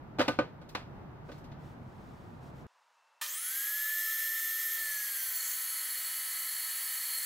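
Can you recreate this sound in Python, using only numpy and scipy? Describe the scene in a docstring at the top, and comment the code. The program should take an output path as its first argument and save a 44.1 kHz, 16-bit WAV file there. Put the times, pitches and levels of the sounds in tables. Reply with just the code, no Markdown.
"""Table saw: guard, start, cut.

A plastic blade guard clicks into place in a small workshop; the room noise drops to a hush.
The motor starts with a jolt and the 24-tooth blade spins up to a whine and a bright hiss of air.
A board is fed in: the speed sags, the whine gives way to rasping teeth and the ringing steel plate,
which squeals and sings as it rubs in the kerf."""
import sys
import numpy as np
from scipy import signal
from scipy.fft import rfft, irfft, next_fast_len
from scipy.io import wavfile
from scipy.ndimage import uniform_filter1d

SR = 44100
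rng = np.random.default_rng(int(sys.argv[2]) if len(sys.argv) > 2 else 0)


def wav_record(signal):
    """Record a signal, one row per channel, as 16-bit PCM in the file named by sys.argv[1]."""
    frames = np.transpose(np.atleast_2d(signal))
    bounded = np.clip(frames, -1, 1)
    # unit amplitude maps onto the largest positive 16-bit level
    quanta = np.round(bounded * 32767).astype(np.int16)
    wavfile.write(sys.argv[1], SR, quanta)


N = 319725
TIME = np.arange(N) / SR
HUSH_S, START_S, ENTRY_S = 2.668, 3.2125, 4.755  # room drops, motor on, board meets blade
TEETH, GEAR_RATIO, TOP_TOOTH_HZ = 24, 5.25, 1804.4
BAND_EDGE_HZ = 15760

# room noise (frequency [Hz], density [dB])
ROOM_SPECTRUM = [(15, -41), (25, -10.5), (96, -4), (140, 1), (183, -5), (340, -10.5), (482, -16),
                 (919, -15.5), (1080, -21), (1200, -19.5), (2770, -37.5), (3930, -44), (9550, -62),
                 (13200, -53.5), (15500, -60)]
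# stereo width of the room noise (frequency [Hz], side weighting [dB])
ROOM_WIDTH = [(30, -13.5), (90, -14), (300, -7), (700, -4), (3000, -0.5), (12000, 4)]
# thin hush (frequency [Hz], density [dB])
HUSH_SPECTRUM = [(24, -77), (40, -50), (325, -30.5), (522, -13), (797, -7), (881, -1.5), (949, -1),
                 (2450, -15.5), (2710, -13), (3060, -17.5), (6640, -21.5), (15500, -40.5)]
# soft movements (time [s], length [s], level [dB])
RUSTLES = [(1.226, 0.22, -70), (1.573, .19, -70), (1.68, 0.89, -72), (2.4, 0.13, -71), (2.516, 0.15, -70)]
# their rustle (frequency [Hz], density [dB])
RUSTLE_SPECTRUM = [(800, -1), (3500, 4.5), (7000, -1.5), (10000, -7.5), (15000, -9)]
# wall echoes (frequency [Hz], t60 [s])
WALL_DECAY = [(200, 0.12), (1500, 0.19), (5000, 0.34), (14000, 0.17)]
# bumps against the stand (time [s], level [dB])
BUMPS = [(1.516, -37), (1.636, -53), (1.775, -41), (1.814, -38.5), (1.861, -37), (2.38, -45)]
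# stand modes (frequency [Hz], level [dB], t60 [s])
STAND_MODES = [(105, -2.5, 0.11), (132, -1, 0.16), (218, -5, 0.1)]
# guard knocks (time [s], level [dB], tilt [dB/octave], body ring [dB])
KNOCKS = [(0.185, -35, 4.5, 7), (0.1929, -24.5, 2.5, -0.5), (.203, -21, 1, -7), (.212, -26, 4, -4.5),
          (0.2796, -23.5, 4, -3.5), (0.289, -32.5, -5, 5.5), (0.388, -21.5, -0.5, 0), (0.613, -56.5, 6, 10),
          (0.689, -49.5, 11, -12), (0.749, -26.5, 2.5, -15), (1.288, -41.5, -1.5, -0.5),
          (1.315, -47.5, 5.5, 0), (1.379, -59, 13, -9), (1.44, -55.5, 8, -6), (1.515, -52, 4, -7)]
# guard on the table (frequency [Hz], level [dB], t60 [s])
GUARD_MODES = [(127, -13, 0.16), (255, -1.5, 0.0793), (301, 2, 0.081), (395, -10, .06), (502, -3, 0.13),
               (568, 2.5, 0.078), (723.5, -8, .06), (876.7, -8, 0.065), (1215, -7.5, 0.12), (1506, -6, .11),
               (2460, -19.5, 0.14), (3960, -25.5, 0.16)]
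# plastic clack (frequency [Hz], density [dB])
CLACK_SPECTRUM = [(40, -22.5), (120, -6.5), (300, -4.5), (600, 2), (1000, -2), (1600, -5.5), (2100, -10),
                  (4200, -16), (5500, -23.5), (9000, -42.5), (15500, -48.5)]
# gear clash (frequency [Hz], density [dB])
CLASH_SPECTRUM = [(120, -95), (200, -65), (407, -57), (596, -38.5), (1070, -9), (1210, -7), (1430, -12),
                  (1810, -5), (2250, -12), (2960, -8.5), (15500, -11)]
# housing modes (frequency [Hz], level [dB], t60 [s])
HOUSING_MODES = [(607, -21.5, 0.78), (930, -6, 0.1), (1223, -5.5, 0.37), (1790, -2.5, 0.44),
                 (2430, -7, 0.34), (3130, -1.5, 0.32), (4070, -3.5, 0.26), (5230, -17, .16)]
# board load, following the push of the hands (time [s], tooth rate lost [Hz])
LOAD_SAG = [(4.785, 0), (5.2, 212), (5.37, 279), (5.52, 308), (6.0, 323), (6.5, 311), (6.75, 332),
            (7.25, 310)]
# cabinet drone pitches (frequency [Hz])
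CABINET_HZ = (382, 675, 1310)
# cabinet resonance at each pitch (width [Hz], level [dB])
CABINET_BANDS = [(10, -96), (30, -77.5), (50, -61.5)]
# air driven through the housing (frequency [Hz], density [dB])
AIR_SPECTRUM = [(60, -52), (250, -43), (450, -43), (680, -23), (900, -13.5), (1150, -9), (1320, -2),
                (1480, -0.5), (1900, 8.5), (2450, -2), (3100, 3), (4800, -2.5), (6100, 3), (16000, 2.5)]
# vortices shed by the teeth (frequency [x tooth rate], density [dB])
VORTEX_SPECTRUM = [(1, -51), (5.6, -30.5), (5.95, -22), (6.2, -8), (6.75, 2.5), (7.02, 4.5), (7.45, 7.5),
                   (7.85, -2), (8.3, -1), (9.0, -12), (11, -13.5), (14, 7.5), (17, 0), (24, -11)]
# siren overtones (order [x tooth rate], level [dB])
SIREN_ORDERS = [(2, -5), (3, 0), (4, -9.5), (5, -2.5), (6, -11.5)]
# labouring motor (order [x armature speed], level [dB])
MOTOR_ORDERS = [(1, -95.5), (3, -66.5), (4, -60), (5, -58.5), (6, -79), (12, -57), (25, -67)]
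# plate rubbing in the kerf (time [s], length [s], frequency [Hz], level [dB])
SQUEALS = [(4.8, .4, 8130, -51), (4.88, .25, 6035, -47), (4.93, .95, 11545, -41.5),
           (5.14, .55, 15055, -38.5), (5.15, .45, 5965, -49.5), (5.3, .17, 4350, -44),
           (5.39, .5, 6540, -47), (7.05, .5, 4247, -49), (7.1, .4, 8165, -46.5)]
# steel blade modes (frequency [Hz], width [Hz], tooth-driven level [dB], air-driven level [dB])
BLADE_MODES = [(4287, 30, -54, -59.5), (4340, 53, -57, -67), (4570, 55, -62.5, -76), (7300, 36, -67.5, -83),
               (8400, 70, -79, -65), (9720, 50, -58, -76.5), (10400, 40, -60.5, -74), (10800, 35, -63, -71),
               (11080, 45, -50, -51), (11580, 47, -52, -49), (12870, 23, -69, -51.5),
               (12440, 30, -55, -56.5), (12400, 35, -63, -60), (13300, 30, -54, -62.5),
               (13100, 50, -75, -56), (13600, 25, -60, -52), (13800, 25, -67, -66), (13900, 25, -58, -67.5),
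               (14565, 20, -56, -64), (14732, 30, -71, -54), (15057, 35, -56, -66)]
# rumble of the cut (frequency [Hz], density [dB])
RUMBLE_SPECTRUM = [(30, 1), (150, 2.5), (400, 1), (700, -6), (1500, -25), (6000, -58)]
# teeth tearing wood (frequency [Hz], density [dB])
RASP_SPECTRUM = [(30, -32), (300, -27), (520, -22), (800, -5.5), (1200, -2.5), (1550, -2), (1800, 8.5),
                 (2500, 0.5), (3600, -3.5), (4400, -0.5), (5300, -15.5), (8000, 5.5), (12000, 3.5),
                 (16000, 3.5)]


def amp(db):
    """Decibels to gain."""
    return 10 ** (np.asarray(db) / 20)


def unit(x):
    """Scale to rms 1."""
    return x / np.sqrt(np.mean(x ** 2) + 1e-20)


def decay(t, t60_s):
    """Exponential fall, 60 dB in t60_s."""
    return np.exp(-np.log(1000) * t / t60_s)


def at_hz(points, hz):
    """Interpolate a table on a log-frequency axis."""
    knots_hz, values = np.transpose(points)
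    return np.interp(np.log(hz + 0.0012), np.log(knots_hz), values)


def add(mix, start_s, sound):
    """Mix a sound in at start_s."""
    part = mix[max(round(start_s * SR), 0):][:len(sound)]
    part += sound[:len(part)]


def colour(x, spectrum, tilt_db_per_octave=0):
    """Shape x by a spectrum, tilted near 1 kHz; rms 1."""
    size = next_fast_len(x.shape[-1])
    hz = np.fft.rfftfreq(size, 1 / SR)
    gain = amp(at_hz(spectrum, hz) + tilt_db_per_octave * np.log2((hz + 100) / 1000))
    return unit(irfft(rfft(x, size) * gain, size)[..., :x.shape[-1]])


def wander(rate_hz):
    """Smooth random drift, rms 1."""
    knots = rng.standard_normal(4096)
    return unit(np.interp(TIME * rate_hz, np.arange(len(knots)), knots))


def resonate(x, hz, width_hz):
    """Two-pole resonance, rms 1."""
    r = np.exp(-np.pi * width_hz / SR)
    return unit(signal.lfilter([1, 0, -1], [1, -2 * r * np.cos(2 * np.pi * hz / SR), r * r], x))


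def steep_band(x, hz, width_hz, skirt_ratio=3):
    """Resonance with its skirts trimmed by a wider one."""
    return resonate(resonate(x, hz, width_hz), hz, skirt_ratio * width_hz)


def ring(modes, t):
    """Decaying modes after one blow."""
    return sum(amp(db) * decay(t, t60_s) * np.sin(2 * np.pi * (hz * t + rng.random()))
               for hz, db, t60_s in modes)


def swell(length_s):
    """Half-sine rise and fall."""
    return np.sin(np.linspace(0, np.pi, int(length_s * SR)))


def background(room_db=-49.5, side_db=-7, hush_db=-69.5):
    """Low room noise and soft rustles, dropping suddenly to a hush."""
    mid, side, rustle, hush = rng.standard_normal((4, N))
    mid = colour(mid, ROOM_SPECTRUM)
    side = amp(side_db) * colour(colour(side, ROOM_WIDTH), ROOM_SPECTRUM)
    room = np.array([mid + side, mid - side]) * amp(room_db + 0.76 * wander(13))
    movement = np.zeros(N)
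    for start_s, length_s, db in RUSTLES:
        add(movement, start_s, amp(db) * swell(length_s))
    room += colour(rustle, RUSTLE_SPECTRUM) * movement
    return np.where(TIME < HUSH_S, room, colour(hush, HUSH_SPECTRUM) * amp(hush_db))


def thin_tone(start_s=2.98, hz=2680, db=-78):
    """Faint whistle in the hush, until the motor starts."""
    return ((TIME > start_s) & (TIME < START_S)) * amp(db) * np.sin(2 * np.pi * hz * TIME)


def wall_echoes(x):
    """Sparse reflections, separate for each ear; decay depends on frequency."""
    taps = rng.standard_normal((2, SR // 2)) * (rng.random((2, SR // 2)) < 0.08)
    hz, t, bins = signal.stft(taps, SR, nperseg=256)
    tail = signal.istft(bins * decay(t, at_hz(WALL_DECAY, hz)[:, None]), SR)[1]
    return signal.fftconvolve(x[None], tail / np.linalg.norm(tail[0]), axes=1)[:, :N]


def table_echoes(x, t60_s=0.049, share=0.45):
    """Table top and cabinet scatter the sound, combing it with narrow peaks."""
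    t = np.arange(SR // 10) / SR
    taps = rng.standard_normal(len(t)) * decay(t, t60_s)
    return (x + share * signal.oaconvolve(x, taps / np.linalg.norm(taps))[:N]) / np.hypot(1, share)


def bumps(rise_s=0.0049):
    """Soft bumps ring the stand: dull thuds."""
    out, t = np.zeros(N), np.arange(SR // 3) / SR
    for start_s, db in BUMPS:
        add(out, start_s, amp(db) * (1 - np.exp(-t / rise_s)) * ring(STAND_MODES, t))
    return out


def guard(firm_db=-23, firm_rise_s=0.0019, rattle_db=-12.5, side_db=-7, wet_db=-14, ear_lag_s=9e-5):
    """Plastic knocks: a crack, a rattle of loose parts and the guard's modes."""
    left, right, t = np.zeros(N), np.zeros(N), np.arange(SR // 3) / SR
    for start_s, db, tilt, body_db in KNOCKS:
        softness = amp(firm_db - db)  # softer knocks rise slower and clatter longer
        rise_s, stretch = firm_rise_s * softness ** 0.25, softness ** 0.098
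        clatter = decay(t, 0.041 * stretch) + amp(rattle_db) * decay(t, 0.25 * stretch)
        clack, side = colour(rng.standard_normal((2, len(t))), CLACK_SPECTRUM, tilt) * clatter
        blow = amp(db) * (1 - np.exp(-t / rise_s))
        mid = clack + amp(body_db) * ring(GUARD_MODES, t)
        add(left, start_s, blow * (mid + amp(side_db) * side))
        add(right, start_s + ear_lag_s, blow * (mid - amp(side_db) * side))
    return np.array([left, right]) + amp(wet_db) * wall_echoes((left + right) / 2)


def jolt(clash_db=-33, ring_db=-40, clash_t60_s=0.43, rise_s=0.0016):
    """The gears slam into mesh and ring the housing."""
    out, t = np.zeros(N), np.arange(SR) / SR
    clash = amp(clash_db) * colour(rng.standard_normal(SR), CLASH_SPECTRUM) * decay(t, clash_t60_s)
    housing = amp(ring_db) * ring(HOUSING_MODES, t)
    add(out, START_S, (1 - np.exp(-t / rise_s)) * (clash + housing))
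    return out


def cut_time_s():
    """Time since the board met the blade."""
    return np.maximum(TIME - ENTRY_S, 0)


def sag_hz(t=TIME):
    """Tooth rate lost to the board's load."""
    return np.interp(t, *np.transpose(LOAD_SAG))


def tooth_hz(t=TIME, surge_hz=1401, surge_s=0.13, creep_hz=199, creep_s=0.55):
    """Tooth rate: a quick surge and a slow creep up; the board drags it down."""
    run_s = np.maximum(t - START_S, 0)
    shortfall_hz = surge_hz * np.exp(-run_s / surge_s) + creep_hz * np.exp(-run_s / creep_s)
    return TOP_TOOTH_HZ - shortfall_hz - sag_hz(t)


def cabinet_drone(gusts, speed):
    """Cabinet resonances hum while the motor runs."""
    return speed * sum(amp(db) * steep_band(gusts, hz, width_hz, skirt_ratio=2)
                       for hz, (width_hz, db) in zip(CABINET_HZ, CABINET_BANDS))


def housing_air(speed, covered, db=-38, covered_db=-2):
    """The blade drives air through the housing."""
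    rush = colour(rng.standard_normal(N), AIR_SPECTRUM)
    return rush * amp(db + covered_db * covered + 0.51 * wander(25)) * speed ** 0.77


def rim_hiss(speed, covered, db=-38, covered_db=-3, fade_db_per_s=-1, patchy_db=1.9):
    """Tooth vortices: patchy hiss that slides with speed and fades under the board."""
    hz, t, bins = signal.stft(rng.standard_normal(N), SR, nperseg=512, noverlap=384)
    patches = uniform_filter1d(rng.standard_normal(bins.shape), size=12, axis=0)
    patches = unit(uniform_filter1d(patches, size=8, axis=1))
    shape_db = at_hz(VORTEX_SPECTRUM, hz[:, None] / tooth_hz(t)) + patchy_db * patches
    gain = amp(shape_db) * (hz[:, None] < BAND_EDGE_HZ)
    gain /= np.sqrt(np.mean(gain ** 2, axis=0))
    hiss = signal.istft(bins * gain, SR, nperseg=512, noverlap=384)[1][:N]
    spin_up = speed ** 0.37 * np.minimum(2 * speed, 1) ** 3
    return hiss * spin_up * amp(db + covered_db * covered + fade_db_per_s * cut_time_s())


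def siren(tooth_cycles, speed, covered, peak_hz=1745, width_hz=82, peak_db=-35.5, fade_db_per_s=-8):
    """The teeth whine, loudest on crossing a housing resonance; the board smothers it."""
    resonance = 1 / np.hypot(1, 2 * (tooth_hz() - peak_hz) / width_hz)
    spin_up = np.minimum(speed / 0.64, 1) ** 6
    level = amp(peak_db + fade_db_per_s * cut_time_s() + 0.5 * wander(22))
    phase = 2 * np.pi * tooth_cycles
    overtones = sum(amp(db + 2.9 * wander(15)) * np.sin(k * phase) for k, db in SIREN_ORDERS)
    overtones *= amp(-55.5 - 1.5 * covered) * speed ** 1.8
    return resonance * spin_up * level * np.sin(phase) + overtones


def load_tones(tooth_cycles, chop_db=-60):
    """Motor tones and the chop of the teeth grow with load."""
    armature_phase = 2 * np.pi * tooth_cycles * GEAR_RATIO / TEETH
    motor = sum(amp(db + 1.07 * wander(7)) * np.sin(k * armature_phase) for k, db in MOTOR_ORDERS)
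    chop = amp(chop_db + 2 * wander(12)) * np.sin(4 * np.pi * tooth_cycles)
    load = sag_hz() / sag_hz().max()
    return load ** 1.9 * (motor + chop)


def squeals(width_hz=35, edge_s=0.068, fade_db=-9.5):
    """Each rub drives one narrow plate mode, which catches and fades."""
    out = np.zeros(N)
    for start_s, length_s, hz, db in SQUEALS:
        t = np.arange(int(length_s * SR)) / SR
        tone = steep_band(rng.standard_normal(len(t)), hz, width_hz)
        edges = np.minimum(np.minimum(t, length_s - t) / edge_s, 1)
        add(out, start_s, amp(db + fade_db * t / length_s) * edges * tone)
    return out


def scrape(start_s=5.27, length_s=0.35, hz=7300, width_hz=1100, db=-43):
    """One broad swish as the back of the blade enters the kerf."""
    out, envelope = np.zeros(N), swell(length_s) ** 2
    rub = steep_band(rng.standard_normal(len(envelope)), hz, width_hz)
    add(out, start_s, amp(db) * envelope * rub)
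    return out


def singing(hz=4351, final_db=-50, climb_db=59, build_s=0.41, waver_db=2.8, drift_rad=0.6):
    """Friction sustains one wavering plate mode, building as the kerf deepens."""
    phase = 2 * np.pi * hz * TIME + drift_rad * wander(30)
    level_db = final_db - climb_db * np.exp(-cut_time_s() / build_s)
    return (TIME > ENTRY_S) * amp(level_db + waver_db * wander(17)) * np.sin(phase)


def blade_plate(chips, gusts, bite, blown, whistle_hz=12490, whistle_db=-44.5):
    """Teeth and air ring the steel plate; air also excites one high whistling mode."""
    modes = sum(resonate(chips, hz, width_hz) * bite ** 1.5 * amp(tooth_db - 1)
                + resonate(gusts, hz, width_hz) * blown * amp(air_db)
                for hz, width_hz, tooth_db, air_db in BLADE_MODES)
    highpass = signal.butter(3, 3000, "highpass", fs=SR, output="sos")
    whistle = steep_band(gusts, whistle_hz, width_hz=110) * blown * amp(whistle_db)
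    return signal.sosfilt(highpass, modes) + whistle


def cut_rumble(chips, settled_db=-90.5, jump_db=24, settle_s=0.53):
    """Low rumble that jumps as the board meets the blade, then settles."""
    level_db = settled_db + jump_db * np.exp(-cut_time_s() / settle_s)
    return colour(chips, RUMBLE_SPECTRUM) * amp(level_db)


def tearing(tooth_cycles, strike_cycles=0.28, uneven_db=1.0, runout=0.067):
    """Each tooth tears off a chip: uneven noise bursts, swelling once a turn."""
    chip_db = uneven_db * rng.standard_normal(N)[tooth_cycles.astype(int)]
    burst = 0.32 + np.exp(-(tooth_cycles % 1) / strike_cycles)
    sway = 1 + runout * np.sin(2 * np.pi * tooth_cycles / TEETH)
    return unit(rng.standard_normal(N) * amp(chip_db) * burst * sway)


def saw(rasp_db=-43, bite_rise_s=0.0306, bite_db=0.33, bite_db_per_s=1.11, onset_s=0.014):
    """Speed drives the air and the tones; the bite drives the rasp and the plate."""
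    tooth_cycles = np.cumsum(tooth_hz() * (1 + 0.0005 * wander(30))) / SR
    speed = tooth_hz() / TOP_TOOTH_HZ
    covered = np.minimum(cut_time_s() / bite_rise_s, 1)  # the board hides the rim from the air
    bite = covered * amp(bite_db + bite_db_per_s * cut_time_s())
    blown = np.minimum(speed / 0.886, 1) ** 12 * (1 - covered)  # hiss reaches the plate modes
    air = housing_air(speed, covered) + rim_hiss(speed, covered)
    chips, gusts = tearing(tooth_cycles), rng.standard_normal(N)
    rasp = colour(chips, RASP_SPECTRUM) * bite * amp(rasp_db)
    scattered = table_echoes(air + rasp)
    plate = blade_plate(chips, gusts, bite, blown)
    lows = cabinet_drone(gusts, speed) + covered * cut_rumble(chips)
    tones = siren(tooth_cycles, speed, covered) + load_tones(tooth_cycles)
    running = np.clip((TIME - START_S) / onset_s, 0, 1)
    return running * (scattered + plate + lows + tones)


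def scene():
    """Room and guard in stereo; the saw straight ahead."""
    workshop = background() + thin_tone() + guard() + bumps()
    return workshop + jolt() + saw() + squeals() + scrape() + singing()


def record(dry):
    """Low-pass at the band edge."""
    lowpass = signal.firwin(1023, BAND_EDGE_HZ, window=("kaiser", 8), fs=SR)
    return signal.oaconvolve(dry, lowpass[None], "same")


dry = scene()
out = record(dry)
wav_record(out)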